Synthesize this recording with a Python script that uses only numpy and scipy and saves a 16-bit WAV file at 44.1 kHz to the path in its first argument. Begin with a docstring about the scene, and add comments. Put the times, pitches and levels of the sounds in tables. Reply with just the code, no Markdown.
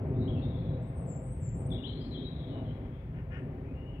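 """Songbirds in tall trees, heard from a gravel driveway: one thin and very high, two warbling lower.
Each note is a sliding whistle that the wood scatters into a long echo; late on come a distant crow's
hoarse caws and a far whistle. Behind them a rumble, perhaps an aircraft, swells and fades, combed by
its ground reflection, over a deep drone and the wash of the countryside.
Two spaced microphones; the right one is shaded and hears little treble."""
import sys
import numpy as np
from scipy import signal
from scipy.fft import rfft, irfft, next_fast_len
from scipy.io import wavfile
from scipy.ndimage import map_coordinates

SR = 44100
rng = np.random.default_rng(int(sys.argv[2]) if len(sys.argv) > 2 else 0)


def waveform_to_disk(signal):
    """Save audio, clipped to [-1, 1], as 16-bit WAV at the path in sys.argv[1]."""
    frames = np.transpose(np.atleast_2d(signal))
    scaled = np.clip(frames, -1, 1) * 32767
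    samples = np.round(scaled).astype(np.int16)
    wavfile.write(sys.argv[1], SR, samples)


N = 4 * SR


def amp(db):
    """Decibels to gain."""
    return 10 ** (np.asarray(db) / 20)


def unit(x):
    """Scale to rms 1."""
    return x / np.sqrt(np.mean(x ** 2) + 1e-20)


def along(points, hz):
    """Read (f/Hz, value) points on a log frequency axis."""
    f, value = np.transpose(points)
    return np.interp(np.log(hz + 1), np.log(f + 1), value)


def timeline(points):
    """Read (t/s, value) points at every sample."""
    return np.interp(np.arange(N) / SR, *np.transpose(points))


def wobble(rate, size=N):
    """A smooth random curve, rate knots a second."""
    return map_coordinates(rng.standard_normal(4096), [np.arange(size) * rate / SR], mode="mirror")


def filtered(x, response):
    """Pass x through a complex frequency response."""
    size = next_fast_len(N + SR // 2)
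    return irfft(rfft(x, size) * response(np.fft.rfftfreq(size, 1 / SR)), size)[..., :N]


# How alike noise is at the two microphones: f/Hz, correlation
MIC_LIKENESS = [(50, 1), (150, 1), (260, 1), (400, 1), (600, .92), (930, 0.15), (1300, 0.36), (4000, 0.12)]

def rush(spectrum, ground_gain=0, ground_delay_s=.007666):
    """Stereo noise of rms 1, alike in the bass; a ground reflection, if given, combs it."""
    def response(hz):
        spread = np.arccos(np.clip(along(MIC_LIKENESS, hz), -1, 1)) / 2
        comb = 1 + ground_gain * np.exp(-2j * np.pi * hz * ground_delay_s)
        return amp(along(spectrum, hz)) * comb * np.array([np.cos(spread), np.sin(spread)])
    mid, side = filtered(rng.standard_normal((2, N)), response)
    return unit(np.array([mid + side, mid - side]))


# Countryside, far off, its spectrum: f/Hz, relative level/dB
WASH_SPECTRUM = [(300, -2), (900, 1), (1400, -3.5), (2200, -1.5), (2700, -8.5), (3300, -15), (4200, -25),
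                 (6000, -35), (9000, -48.5)]
# Its slow drift: t/s, level/dB
WASH_LEVEL = [(0, -57), (1.3, -60), (2.3, -59), (2.8, -56.5), (3.3, -59), (4, -58)]

def countryside(drift_db=.91):
    """A faint, broad wash from far away that drifts in level."""
    return amp(timeline(WASH_LEVEL) + drift_db * wobble(3)) * rush(WASH_SPECTRUM)


# Deep drone under the rumble: f/Hz, relative level/dB
DRONE_SPECTRUM = [(15, -32), (30, -17.5), (52, -1), (70, -3), (110, -21), (400, -120)]

def drone(level_db=-46):
    """Steady noise, strongest around 50 to 70 Hz."""
    return amp(level_db) * rush(DRONE_SPECTRUM)


# Distant rumble, the spectra of its three bands: f/Hz, relative level/dB
BASS_SPECTRUM = [(15, -58.5), (28, -27), (52, -3.5), (70, 5), (105, 3), (165, 3), (215, -7), (320, -61.5),
                 (1000, -120)]
LOW_MID_SPECTRUM = [(140, -38.5), (215, 0), (270, -2), (400, -6.5), (470, -15), (650, -64), (2000, -120)]
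MID_SPECTRUM = [(330, -42.5), (470, -2), (640, -8), (800, -12.5), (1000, -19), (1500, -27.5), (3000, -62.5),
                (6000, -120)]
# How each band swells and fades at the driveway: t/s, level/dB
BASS_LEVEL = [(0, -35), (0.2, -30), (0.4, -34.5), (0.62, -33), (0.85, -37.5), (1.3, -37.5), (1.62, -33),
              (2.0, -40.5), (2.3, -39.5), (2.7, -37), (3.05, -41), (3.35, -40.5), (3.7, -42), (4, -41.5)]
LOW_MID_LEVEL = [(0, -38.5), (0.22, -35.5), (0.5, -42), (0.9, -46), (1.45, -50), (1.72, -42.5),
                 (1.92, -43.5), (2.2, -40), (2.38, -47), (2.6, -41.5), (3.1, -51), (3.45, -45.5),
                 (3.7, -44), (4, -49)]
MID_LEVEL = [(0, -46), (0.35, -46.5), (0.6, -48.5), (0.92, -51), (1.18, -48.5), (1.42, -56), (1.66, -47),
             (1.95, -53.5), (2.33, -56), (2.58, -46.5), (3.0, -58.5), (3.5, -52.5), (3.82, -54), (4, -56)]

def rumble(flutter_db=1.14):
    """A distant roar fades in and out on the moving air, arriving directly and off the ground."""
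    bands = [(BASS_LEVEL, BASS_SPECTRUM), (LOW_MID_LEVEL, LOW_MID_SPECTRUM), (MID_LEVEL, MID_SPECTRUM)]
    return sum(amp(timeline(level) + flutter_db * wobble(12)) * rush(spectrum, ground_gain=.37)
               for level, spectrum in bands)


def trees(near_t60, far_t60, far_db, near_rise_s=.012, far_rise_s=.043):
    """Stereo echo: quick scatter from near trunks and a long tail that wells up from the wood."""
    t = np.arange(3 * SR // 2) / SR
    near = amp(-60 * t / near_t60) * (1 - np.exp(-t / near_rise_s))
    far = amp(far_db - 60 * t / far_t60) * (1 - np.exp(-t / far_rise_s))
    tail = rng.standard_normal((2, len(t))) * (near + far)
    return tail / np.linalg.norm(tail[0])


# Crow in the distance: t/s, length/s, level/dB before the throat
CAWS = [(3.129, .115, -57), (3.3, .11, -45.5)]
# Resonances of its throat: f/Hz, relative level/dB
THROAT = [(700, -31.5), (1150, -10), (1450, -3), (1800, 2.5), (2150, -6.5), (2500, -8), (2900, -5.5),
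          (3300, -21), (4200, -45.5), (5200, -36.5), (6000, -40), (7000, -53)]

def crow(pitch_hz=340.2, arch_hz=21.82, jitter=.033, rasp=1.1, echo_db=-6):
    """Hoarse caws: unsteady pulses and rasping noise pass through the throat and echo in the trees."""
    source = np.zeros(N)
    for start, length, db in CAWS:
        arch = np.sin(np.linspace(0, np.pi, int(length * SR)))
        hz = (pitch_hz + arch_hz * arch) * (1 + jitter * wobble(250, len(arch)))
        phase = 2 * np.pi * np.cumsum(hz) / SR
        pulses = unit(sum(np.cos(k * phase) for k in range(1, 20)))
        noise = unit(rng.standard_normal(len(arch)) * (1 + np.cos(phase)))
        source[int(start * SR):][:len(arch)] += amp(db) * arch * (pulses + rasp * noise)
    voice = filtered(source, lambda hz: 2 * amp(along(THROAT, hz)))
    echo = signal.fftconvolve(voice[None], trees(near_t60=.14, far_t60=.79, far_db=-14), axes=1)
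    return voice + amp(echo_db) * echo[:, :N]


def song(notes, bend, peak_at, waver, buzz, direct_db, echo_db, buzz_hz=168.4, **wood):
    """Each note is a quivering whistle that swells, loses its buzz as it slides home, and echoes."""
    right_lag = round(.00009 * SR)  # the birds sit left of the rumble
    out = np.zeros((2, N + 2 * SR))
    for start, length, start_hz, end_hz, db in notes:
        progress = np.linspace(0, 1, int(length * SR))
        flutter = 1 + buzz * np.sin(2 * np.pi * (buzz_hz * length * progress + rng.random()))
        slide_hz = (start_hz - end_hz) * (1 - progress) ** bend
        hz = (end_hz + slide_hz * flutter) * (1 + waver * wobble(500, len(progress)))
        swell = np.sin(np.pi / 2 * np.interp(progress, [0, peak_at, 1], [0, 1, 0]))
        note = amp(db) * np.sqrt(2) * swell * np.sin(2 * np.pi * np.cumsum(hz) / SR)
        path = amp(echo_db) * trees(**wood)
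        path[[0, 1], [0, right_lag]] += amp(direct_db)  # straight to each microphone
        heard = signal.fftconvolve(note[None], path, axes=1)
        out[:, int(start * SR):][:, :heard.shape[1]] += heard
    return out[:, :N]


# Whistle, far off: t/s, length/s, start f/Hz, end f/Hz, relative level/dB
WHISTLE_NOTES = [(3.63, 0.11, 2260, 2600, -65.5), (3.725, .13, 2760, 2850, -64),
                 (3.845, 0.093, 2860, 2920, -60), (3.925, .07, 3080, 2600, -64.5)]

def far_whistler():
    """Four notes from far away climb, then drop at the end."""
    return song(WHISTLE_NOTES, bend=1.2, peak_at=.6, waver=.014, buzz=.8,
                direct_db=1, echo_db=.5, near_t60=.22, far_t60=1.2, far_db=-15)


# A distant phrase, then tones lingering in the trees after the near bird's run:
# t/s, length/s, start f/Hz, end f/Hz, relative level/dB
DIFFUSE_NOTES = [(.135, .06, 3470, 3850, -71), (.195, .055, 3950, 3744, -61),
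                 (.274, 0.018, 2940, 3540, -49.5), (.296, .018, 3465, 3000, -57.5),
                 (.345, .05, 2850, 2690, -61), (.345, .09, 3860, 4420, -73.5),
                 (.416, .024, 3500, 3690, -54), (.48, .047, 3950, 3505, -65),
                 (.52, .062, 3180, 3600, -61.5), (.56, .053, 4140, 3810, -68.5),
                 (.63, .053, 3530, 3290, -65.5), (.685, 0.033, 3830, 3764, -64),
                 (.79, .074, 3340, 3720, -77.5), (2.33, .07, 3400, 4010, -59.5),
                 (2.39, .07, 3450, 3224, -60.5), (2.45, .09, 3800, 3720, -64),
                 (2.47, .13, 3170, 2780, -65.5), (2.6, 0.16, 4160, 3790, -77.5),
                 (2.63, .08, 3540, 2950, -63.5), (2.8, .06, 3360, 3220, -72.5),
                 (2.89, .09, 3070, 3490, -71)]

def diffuse_warbling():
    """A distant warbled phrase, then soft, diffuse tones that linger after the near bird's run."""
    return song(DIFFUSE_NOTES, bend=1.2, peak_at=.5, waver=.028, buzz=.3,
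                direct_db=0, echo_db=5, near_t60=.42, far_t60=1.1, far_db=-11.5)


# Warble, near the microphones: t/s, length/s, start f/Hz, end f/Hz, relative level/dB
NEAR_WARBLE_NOTES = [(1.702, 0.0081, 3200, 3800, -57.5), (1.713, .02, 3464, 3390, -45),
                     (1.727, .012, 3710, 3850, -52.5), (1.742, 0.015, 3665, 3300, -47.5),
                     (1.776, 0.02, 2950, 2810, -59.5), (1.821, 0.016, 3750, 3380, -52.5),
                     (1.832, .032, 2826, 3610, -44), (1.85, .04, 3600, 4200, -52),
                     (1.935, .07, 4070, 4130, -61.5), (1.997, 0.046, 4680, 4900, -68),
                     (2.01, 0.012, 3300, 3170, -53.5), (2.04, .035, 4200, 4280, -62),
                     (2.105, 0.04, 4080, 3980, -55), (2.138, .036, 3520, 3124, -48),
                     (2.173, .018, 3950, 3720, -51), (2.24, 0.043, 3790, 3845, -51)]

def near_warbler():
    """One quick run of short slides, closer and with more direct sound."""
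    return song(NEAR_WARBLE_NOTES, bend=1.15, peak_at=.45, waver=.02, buzz=.2,
                direct_db=3.5, echo_db=5, near_t60=.32, far_t60=1.1, far_db=-13.5)


# Thin song in the trees: t/s, length/s, start f/Hz, end f/Hz, relative level/dB
HIGH_NOTES = [(.04, .08, 8450, 8230, -87), (.812, 0.034, 7620, 7750, -75), (.845, .06, 7800, 8300, -73.5),
              (.94, .085, 8420, 8100, -64.5), (1.055, 0.094, 8100, 7280, -56),
              (1.148, 0.032, 7400, 7570, -60.5), (1.2, 0.12, 8380, 8000, -62.5),
              (1.3, 0.045, 7950, 8390, -60), (1.393, 0.1, 8200, 7220, -57), (1.485, 0.086, 7480, 7420, -63),
              (1.54, 0.096, 8430, 8170, -63.5), (1.658, 0.021, 8280, 8360, -57.5),
              (1.79, 0.19, 8100, 7520, -89), (1.96, .19, 8000, 7520, -91.5), (3.34, 0.11, 8500, 8300, -90)]

def high_bird():
    """Thin whistles around 8 kHz, each swelling late, with only a faint long tail."""
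    return song(HIGH_NOTES, bend=1.9, peak_at=.74, waver=.006, buzz=.7,
                direct_db=2.5, echo_db=.5, near_t60=.33, far_t60=.75, far_db=-23)


def scene():
    """From the driveway: the far background, with the birds in front."""
    background = countryside() + drone() + rumble()
    return background + crow() + far_whistler() + diffuse_warbling() + near_warbler() + high_bird()


# Hiss of the microphones: f/Hz, relative level/dB
HISS_SPECTRUM = [(1000, -2), (5000, -3), (7000, -3.5), (9000, -4), (10000, 0), (15700, 0)]
# Shade on the right microphone: f/Hz, level/dB against the left
RIGHT_SHADE = [(60, -.5), (240, -1.2), (600, -2), (930, -3), (1460, -11), (2300, -18), (3500, -18),
               (4400, -12), (5500, -9), (7300, -19), (7700, -13), (8300, -5)]

def record(dry, left_lag_s=.00018, hiss_db=-83.5, top_hz=15720):
    """Two spaced microphones, the left later and the right shaded, with faint hiss and a band limit."""
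    def microphones(hz):
        return np.array([np.exp(-2j * np.pi * hz * left_lag_s), amp(along(RIGHT_SHADE, hz))])
    pair = filtered(dry, microphones) + amp(hiss_db) * rush(HISS_SPECTRUM)
    return filtered(pair, lambda hz: hz < top_hz)


dry = scene()
out = record(dry)
waveform_to_disk(out)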